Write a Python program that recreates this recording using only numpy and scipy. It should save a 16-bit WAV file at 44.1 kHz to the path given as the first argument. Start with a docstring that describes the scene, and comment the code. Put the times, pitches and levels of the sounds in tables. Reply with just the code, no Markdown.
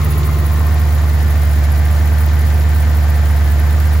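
"""A V8 engine idles under an open hood while the microphone drifts from the radiator to above the block.
The firing note booms and throbs; valve gear and injectors knock at set crank angles through block and
covers. Fan air and belt whirr fall back as the microphone moves away. A belt pulley squeaks high up
once a turn over a fluttering bearing hiss. Underneath, the timing chain whines faintly, an electric
accessory hums, and pipes and brackets ring with the shaking."""
import sys
import numpy as np
from scipy import signal
from scipy.fft import rfft, irfft
from scipy.io import wavfile

SR = 44100
rng = np.random.default_rng(int(sys.argv[2]) if len(sys.argv) > 2 else 0)


def persist_wave(psi):
    """Save psi, clipped to +-1, as 16-bit WAV."""
    counts = np.round(np.clip(psi, -1, 1) * 32767).astype(np.int16)
    wavfile.write(sys.argv[1], SR, np.atleast_2d(counts).T)


N = 176400
TIME = np.arange(N) / SR
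FREQS = np.maximum(np.arange(N // 2 + 1) * SR / N, 1)

# Idle speed. Each row: time in seconds, firings per second.
FIRING_RATE = [(0.0, 73.93), (0.3, 73.27), (0.5, 74.1), (0.75, 75.41), (1.1, 73.82), (1.35, 73.6),
               (1.6, 72.56), (1.85, 74.16), (2.15, 74.79), (2.45, 74.4), (2.65, 74.56), (3.05, 74.2),
               (3.25, 73.45), (3.48, 72.33), (3.7, 74.27), (3.85, 74.99), (4.0, 74.49)]
# The microphone move. Each row: time in seconds, closeness to the radiator from 0 to 1.
AT_RADIATOR = [(0, 0.99), (.3, 0.81), (.7, 0.17), (1.1, 0.24), (1.6, 0.08), (4, 0.03)]
# Stereo image of the bay. Each row: frequency in Hz, left-right likeness from 0 to 1.
BAY_LIKENESS = [(30, 0.7), (150, 1), (350, 1), (700, 0.68), (1400, 0.52), (2000, 0.4), (4000, 0.3),
                (8000, 0.5), (15000, 0.8)]
# Body of the boom. Each row: multiple of the cycle rate, level in dB, change at the radiator in dB.
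BOOM_ORDERS = [(8, -8, -4), (9, -34.5, -7), (10, -23, 5.5), (16, -25.5, 7.5)]
# Weak tones from unequal cylinders. Each row: multiple of the cycle rate, level in dB.
UNEVEN_ORDERS = [(5, -39.5), (6, -35.5), (11, -32.5), (12, -33.5), (13, -32.5), (14, -31.5), (15, -44.5),
                 (17, -41.5), (19, -42), (21, -38.5), (23, -40), (24, -36), (25, -45), (26, -40.5),
                 (27, -46), (29, -46), (32, -45.5), (35, -47.5), (37, -44.5), (39, -49), (45, -47),
                 (48, -44.5), (50, -48)]
# Each part's rhythm over one cycle. Each row: crank angle in degrees, relative strength in dB.
BLOCK_KNOCKS = [(20, -4), (52, 8.5), (155, -8), (245, 10.5), (285, -2), (302, 2), (332, 8), (385, -3),
                (430, -5), (472, -1), (490, 10), (565, 3), (600, 0.5), (655, 6), (708, 0.5)]
COVER_KNOCKS = [(10, -0.5), (46, 1.5), (68, -8), (135, -5), (195, 2), (265, -2), (305, -3.5), (436, 2.5),
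                (485, -4.5), (528, -4), (570, -0.5), (622, -9), (658, -3.5), (688, 1)]
VALVE_KNOCKS = [(5, 1), (40, 2), (126, -12), (148, 4.5), (185, -15), (212, -2), (285, 0), (345, -4),
                (405, 5.5), (432, -5), (485, -2), (510, -18), (628, 3), (672, -10)]
INJECTOR_TICKS = [(15, -3), (88, 4), (108, 7), (130, 0), (178, 3), (230, -4), (285, 4), (315, -4),
                  (425, -6), (628, -6)]
# Tone colour of each noisy layer. Each row: frequency in Hz, relative level in dB.
BLOCK_EQ = [(110, -11), (170, -0.5), (235, -2.5), (275, -3.5), (345, -5), (400, -8), (450, -1.5),
            (510, -20), (700, -30)]
COVER_EQ = [(350, -24), (500, -1.5), (620, -3), (705, -2), (770, -2.5), (900, -3.5), (1050, -6.5),
            (1500, -36)]
VALVE_EQ = [(700, -3), (1000, -6.5), (1200, 1.5), (1320, -0.5), (1540, 1), (1650, -2), (1770, 0),
            (2000, -2), (2300, -4), (2800, -11.5), (4000, -24)]
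INJECTOR_EQ = [(1800, -24), (2500, 2), (3300, 2), (4300, 2), (5100, -2.5), (5450, -3), (5780, -3.5),
               (6200, -3), (7060, -1), (7800, -14.5), (9500, -11.5), (15000, -10)]
FAN_EQ = [(14, 8), (45, -15), (150, 6.5), (260, -8), (340, 6), (430, 1), (520, -9.5), (850, -6),
          (1060, -10), (1260, 0), (1600, -13.5), (2120, -7.5), (2600, -13), (8000, -31.5)]
WHIRR_EQ = [(900, -27), (1010, -3.5), (1070, 0), (1130, -5), (1230, -40)]
PULLEY_EQ = [(7000, -31), (10000, -20), (10800, -2.5), (11400, 5), (12100, -4), (12900, -7), (14000, 2.5),
             (14700, -5), (15600, -8), (17000, -16)]
BEARING_EQ = [(4000, -7), (6900, -28), (7900, 1), (8450, 6), (9000, -10), (10000, -3.5), (11500, -8),
              (12600, -3.5), (14100, 5.5), (14800, 4.5), (15600, 4), (17000, -11)]
SIZZLE_EQ = [(13500, -29), (14700, -8), (15550, 0), (17000, -2)]
# Belt whirr and sizzle, loudest at the engine front. 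Each row: time in seconds, level in dB.
WHIRR_FADER = [(0, -41), (.3, -37.5), (.7, -40), (.95, -41), (1.3, -55), (1.7, -66), (4, -67)]
SIZZLE_FADER = [(0, -39), (.5, -33), (.8, -51), (4, -44)]
# Timing chain whine. Each row: multiple of the tooth rate, level in dB, change at the radiator in dB.
CHAIN_HARMONICS = [(1, -52.5, 4), (2, -45.5, -11), (3, -51, 9), (4, -50.5, 0), (5, -44, -9), (6, -50, 4)]
# Hum and whine of an electric accessory. Each row: pitch in Hz, level in dB.
ACCESSORY_TONES = [(301.5, -44.5), (602.9, -44.5), (1205.8, -53), (2110.3, -50)]
# Pipes and brackets. Each row: pitch in Hz, width in Hz, level in dB, change at the radiator in dB.
BRACKET_RINGS = [(677, 18, -48, -8), (709, 26, -44.5, -4.5), (821, 41, -49.5, -11), (1188, 62, -46, 4.5),
                 (1398, 28, -52.5, 3), (1526, 34, -46, -16), (1584, 42, -45, -23), (1740, 24, -49, -16),
                 (1825, 27, -46, -4), (1905, 20, -52.5, 5), (1962, 47, -46.5, -4), (2383, 30, -54.5, -2),
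                 (3100, 110, -53.5, -13), (4850, 58, -57, 2), (5180, 97, -53.5, -5), (5740, 64, -55.5, -6),
                 (7010, 110, -59.5, 9), (7540, 100, -54, -4)]
# Louder squeaks of the belt on some turns, same shape as the rest. Each row: peak time in seconds, level in dB,
# pitch in Hz.
BELT_CHIRPS = [(.047, -27, 11450), (.121, -28.5, 11100), (.181, -26.5, 11500), (.334, -35, 12300),
               (.388, -34, 11100), (.465, -28.5, 11300), (.54, -34, 11000), (.596, -34, 11300),
               (.67, -30, 11400), (.743, -31, 11100), (.95, -30, 11300), (1.095, -36, 11900),
               (1.306, -31, 11400), (1.434, -33, 10800), (1.517, -35, 11400), (1.652, -32, 10900),
               (1.723, -29, 11300), (1.853, -33, 11200), (1.929, -30, 11300), (2.057, -32, 11500),
               (2.135, -31, 11400), (2.185, -33, 11400), (2.391, -33, 11400), (2.412, -33, 10900),
               (2.543, -33, 11300), (2.599, -34, 11400), (2.749, -35, 11500), (2.823, -33, 11500),
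               (2.895, -35, 11600), (3.1, -33, 11500), (3.312, -34, 11300), (3.597, -28, 11480),
               (3.727, -36, 11200), (3.803, -30, 11800), (3.93, -33, 11000)]

CYLINDERS, CHAIN_TEETH = 8, 19
PULLEY_RATIO, BEARING_RATIO = .777, 2.879  # turns per crank turn
PULLEY_RUB_TURN, BEARING_RUB_TURN = .63, .55  # where in its turn each rubs hardest


def from_db(db):
    """Decibels to gain."""
    return 10 ** (np.asarray(db) / 20)


def unit_rms(x):
    """Scale to unit power."""
    return x / np.sqrt(np.mean(x ** 2) + 1e-20)


def automation(rows):
    """A control curve at every sample."""
    return np.interp(TIME, *np.transpose(rows))


def over_hz(points):
    """A curve read along log frequency."""
    hz, value = np.transpose(points)
    return np.interp(np.log(FREQS), np.log(hz), value)


def colour(x, eq):
    """Shape with an EQ curve that rolls off beyond its ends; unit power."""
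    skirts = 1 / (1 + (eq[0][0] / FREQS) ** 2) / (1 + (FREQS / eq[-1][0] / 2) ** 2)
    return unit_rms(irfft(rfft(x) * from_db(over_hz(eq)) * skirts, N))


def drift(rate_hz):
    """A smooth random wobble of unit power, mostly slower than rate_hz."""
    spectrum = rfft(rng.standard_normal(N)) / (1 + (FREQS / rate_hz) ** 2)
    return unit_rms(irfft(spectrum * (FREQS > 1), N))


def pan(db):
    """Stereo gains; positive dB leans left."""
    return from_db(np.array([[.5], [-.5]]) * db)


def spread(mid, side):
    """The stereo image of the bay: tight in the bass, wider in the treble."""
    alike = over_hz(BAY_LIKENESS)
    centre = np.sqrt(1 + alike) * rfft(mid)
    edges = np.sqrt(1 - alike) * rfft(side) * np.array([[1], [-1]])
    return irfft(centre + edges, N)


def bay_noise():
    """Noise as wide as the engine bay."""
    return spread(*rng.standard_normal((2, N)))


def firing_boom(cycle, radiator, ripple_rad=.08, left_lag_rad=.22):
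    """The firing note and its octave, throbbing neighbours, and wavering tones of unequal cylinders."""
    angle = 2 * np.pi * (cycle + 225 / 720)  # a lead of 225 crank degrees
    ripple = ripple_rad * np.sin(angle)  # the note hurries and lags once a cycle
    angle = angle + (ripple + left_lag_rad * np.array([[-.5], [.5]])) / CYLINDERS
    out = 0
    for order, db, change_db in BOOM_ORDERS:
        place = pan(-2.3 if order < 1.5 * CYLINDERS else 1.6)  # lows right, octave left
        out = out - place * from_db(db + change_db * radiator) * np.cos(order * angle)
    for order, db in UNEVEN_ORDERS:
        out = out + from_db(db + 1.57 * drift(2.2)) * np.cos(order * angle + 2 * np.pi * rng.random())
    return out


def knocks(cycle, pattern, eq, decay_s, wash, repeat, scatter_db):
    """Each contact sets off a short dense ring, partly the same every cycle, over a steady wash."""
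    deg, db = np.transpose(pattern)
    hit_cycles = np.arange(-1, int(cycle[-1]) + 1)[:, None] + deg / 720
    starts = np.interp(hit_cycles, cycle, np.arange(N), left=-1, right=-1).astype(int)
    power = from_db(db + scatter_db * rng.standard_normal(hit_cycles.shape)) ** 2
    hits = np.bincount(starts[starts >= 0], power[starts >= 0], N)
    ringing = signal.lfilter([1], [1, -np.exp(-2 / (decay_s * SR))], hits)
    envelope = np.sqrt(ringing / ringing.mean() + wash)
    grains = rng.standard_normal((2, 4096))
    looped = np.array([unit_rms(np.interp(cycle % 1 * len(g), np.arange(len(g)), g)) for g in grains])
    texture = np.sqrt(repeat / 2) * looped + np.sqrt(1 - repeat) * rng.standard_normal((2, N))
    return colour(spread(*(texture * envelope)), eq)


def clatter(cycle, radiator):
    """Block, covers, valves and injectors knock; at the radiator the block comes forward in the mix."""
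    block = knocks(cycle, BLOCK_KNOCKS, BLOCK_EQ, decay_s=.0081, wash=.22, repeat=.68, scatter_db=1.5)
    cover = knocks(cycle, COVER_KNOCKS, COVER_EQ, decay_s=.0043, wash=1, repeat=.3, scatter_db=.5)
    valves = knocks(cycle, VALVE_KNOCKS, VALVE_EQ, decay_s=.0069, wash=1.2, repeat=.2, scatter_db=.5)
    ticks = knocks(cycle, INJECTOR_TICKS, INJECTOR_EQ,
                   decay_s=.0063, wash=6.5, repeat=.18, scatter_db=2.5)
    block *= from_db(-37.5 + 2 * radiator)
    cover *= from_db(-34 - 3.5 * radiator)
    valves *= from_db(-35 - 3.7 * radiator)
    return pan(1) * (block + cover + valves) + pan(2) * from_db(-39) * ticks


def fan(radiator):
    """Air rushes through the radiator fan, louder close to it."""
    return from_db(-40.5 + 10.9 * radiator) * colour(bay_noise(), FAN_EQ)


def belt_whirr():
    """A narrow band of whirr from the belt drive, heard while the microphone passes the engine front."""
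    return from_db(automation(WHIRR_FADER)) * colour(bay_noise(), WHIRR_EQ)


def from_belt(source, left_lag_s=.0001844):
    """Sound from the belt reaches the left microphone later."""
    return irfft(rfft(source) * np.exp(-2j * np.pi * FREQS * np.array([[left_lag_s], [0]])), N)


def slips(per_s=140, decay_s=.005, steady_rub=2.4):
    """Envelope of tiny random belt slips: each bites at once and dies away, over a steady rub."""
    starts = (rng.random(N) < per_s / SR) * rng.uniform(.2, 1, N)
    power = signal.lfilter([1], [1, -np.exp(-2 / (decay_s * SR))], starts + 1e-18)
    return np.sqrt(power / power.mean() + steady_rub)


def rub(eq, swell_db, grit_db, diffuse):
    """Gritty friction hiss from one spot, with a little of it scattered round the bay."""
    envelope = from_db(swell_db)
    friction = rng.standard_normal(N) * envelope * slips() * from_db(grit_db * drift(270))
    scattered = diffuse * unit_rms(envelope) * rng.standard_normal((2, N))
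    return colour(unit_rms(from_belt(friction)) + scattered, eq)


def belt_hiss(crank, radiator):
    """The pulley rubs once a turn and the bearing flutters faster; three hisses ride both pulses."""
    turn = np.cos(2 * np.pi * (PULLEY_RATIO * crank - PULLEY_RUB_TURN))
    flutter = np.cos(2 * np.pi * (BEARING_RATIO * crank - BEARING_RUB_TURN))
    pulley = rub(PULLEY_EQ, 4.8 * turn + 2 * flutter + 2.5 * drift(27), grit_db=2.5, diffuse=.15)
    bearing = rub(BEARING_EQ, turn + 2 * flutter + 3.1 * drift(28), grit_db=0, diffuse=.2)
    sizzle = rub(SIZZLE_EQ, 1.8 * turn + 3.3 * flutter + 3 * drift(30), grit_db=.5, diffuse=.2)
    return (from_db(-44 + 4.3 * radiator) * pulley + from_db(-37.5) * bearing
            + from_db(automation(SIZZLE_FADER)) * sizzle)


def chain_whine(crank, radiator):
    """The timing chain sings at its tooth rate, each harmonic wavering on its own."""
    mesh = 2 * np.pi * CHAIN_TEETH * crank
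    return sum(from_db(db + change_db * radiator + 3.5 * drift(7.8)) * np.sin(k * mesh + .63 * drift(14))
               for k, db, change_db in CHAIN_HARMONICS)


def accessory_hum():
    """An electric accessory hums and whines with a slight shimmer."""
    return sum(from_db(db + 1.9 * drift(4.9)) * np.sin(2 * np.pi * hz * TIME + .23 * drift(8.1))
               for hz, db in ACCESSORY_TONES)


def bracket_rings(radiator):
    """The shaking sets pipes and brackets ringing in narrow bands."""
    shaking = rfft(bay_noise())
    out = 0
    for hz, width_hz, db, change_db in BRACKET_RINGS:
        ring = irfft(shaking / (1 + ((FREQS - hz) / width_hz * 2) ** 2), N)
        out = out + from_db(db + change_db * radiator) * unit_rms(ring)
    return out


def pulley_squeaks(crank, attack_s=.00235, release_s=.00517, width_hz=400):
    """One short rough squeak each pulley turn; on some turns a louder squeak, with its own time and pitch,
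    takes its place."""
    pulley = PULLEY_RATIO * crank
    chirp_turns = np.round(np.interp(np.transpose(BELT_CHIRPS)[0], TIME, pulley) - PULLEY_RUB_TURN)
    soft = []
    for turn in range(int(pulley[-1])):
        if turn not in chirp_turns:
            rub_s = np.interp(turn + PULLEY_RUB_TURN, pulley, TIME)
            soft.append((rng.normal(rub_s, .007), rng.normal(-41, 1), rng.normal(12000, 300)))
    t = np.arange(-1024, 2048) / SR
    envelope = np.exp(-.5 * (t / np.where(t < 0, attack_s, release_s)) ** 2)
    out = np.zeros(N)
    for peak_s, db, hz in [*BELT_CHIRPS, *soft]:
        rough_phase = np.cumsum(rng.standard_normal(len(t))) * np.sqrt(2 * np.pi * width_hz / SR)
        where = np.clip(int(peak_s * SR) + np.round(t * SR).astype(int), 0, N - 1)
        out[where] += from_db(db) * envelope * np.sin(2 * np.pi * hz * t + rough_phase)
    low_cut = signal.butter(2, 9500, "high", fs=SR, output="sos")
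    return from_belt(signal.sosfilt(low_cut, out))


def scene():
    """Mix the bay: the crank sets the rhythm, the microphone move shifts the balance."""
    cycle = np.cumsum(automation(FIRING_RATE)) / SR / CYLINDERS
    crank = 2 * cycle  # two turns to a cycle
    radiator = automation(AT_RADIATOR)
    return (firing_boom(cycle, radiator) + clatter(cycle, radiator) + fan(radiator)
            + belt_whirr() + belt_hiss(crank, radiator) + chain_whine(crank, radiator)
            + accessory_hum() + bracket_rings(radiator) + pulley_squeaks(crank))


def record(dry):
    """A steep high cut takes off the very top."""
    cutoff_hz = 15720
    return signal.sosfilt(signal.ellip(10, .1, 80, cutoff_hz, fs=SR, output="sos"), dry)


dry = scene()
out = record(dry)
persist_wave(out)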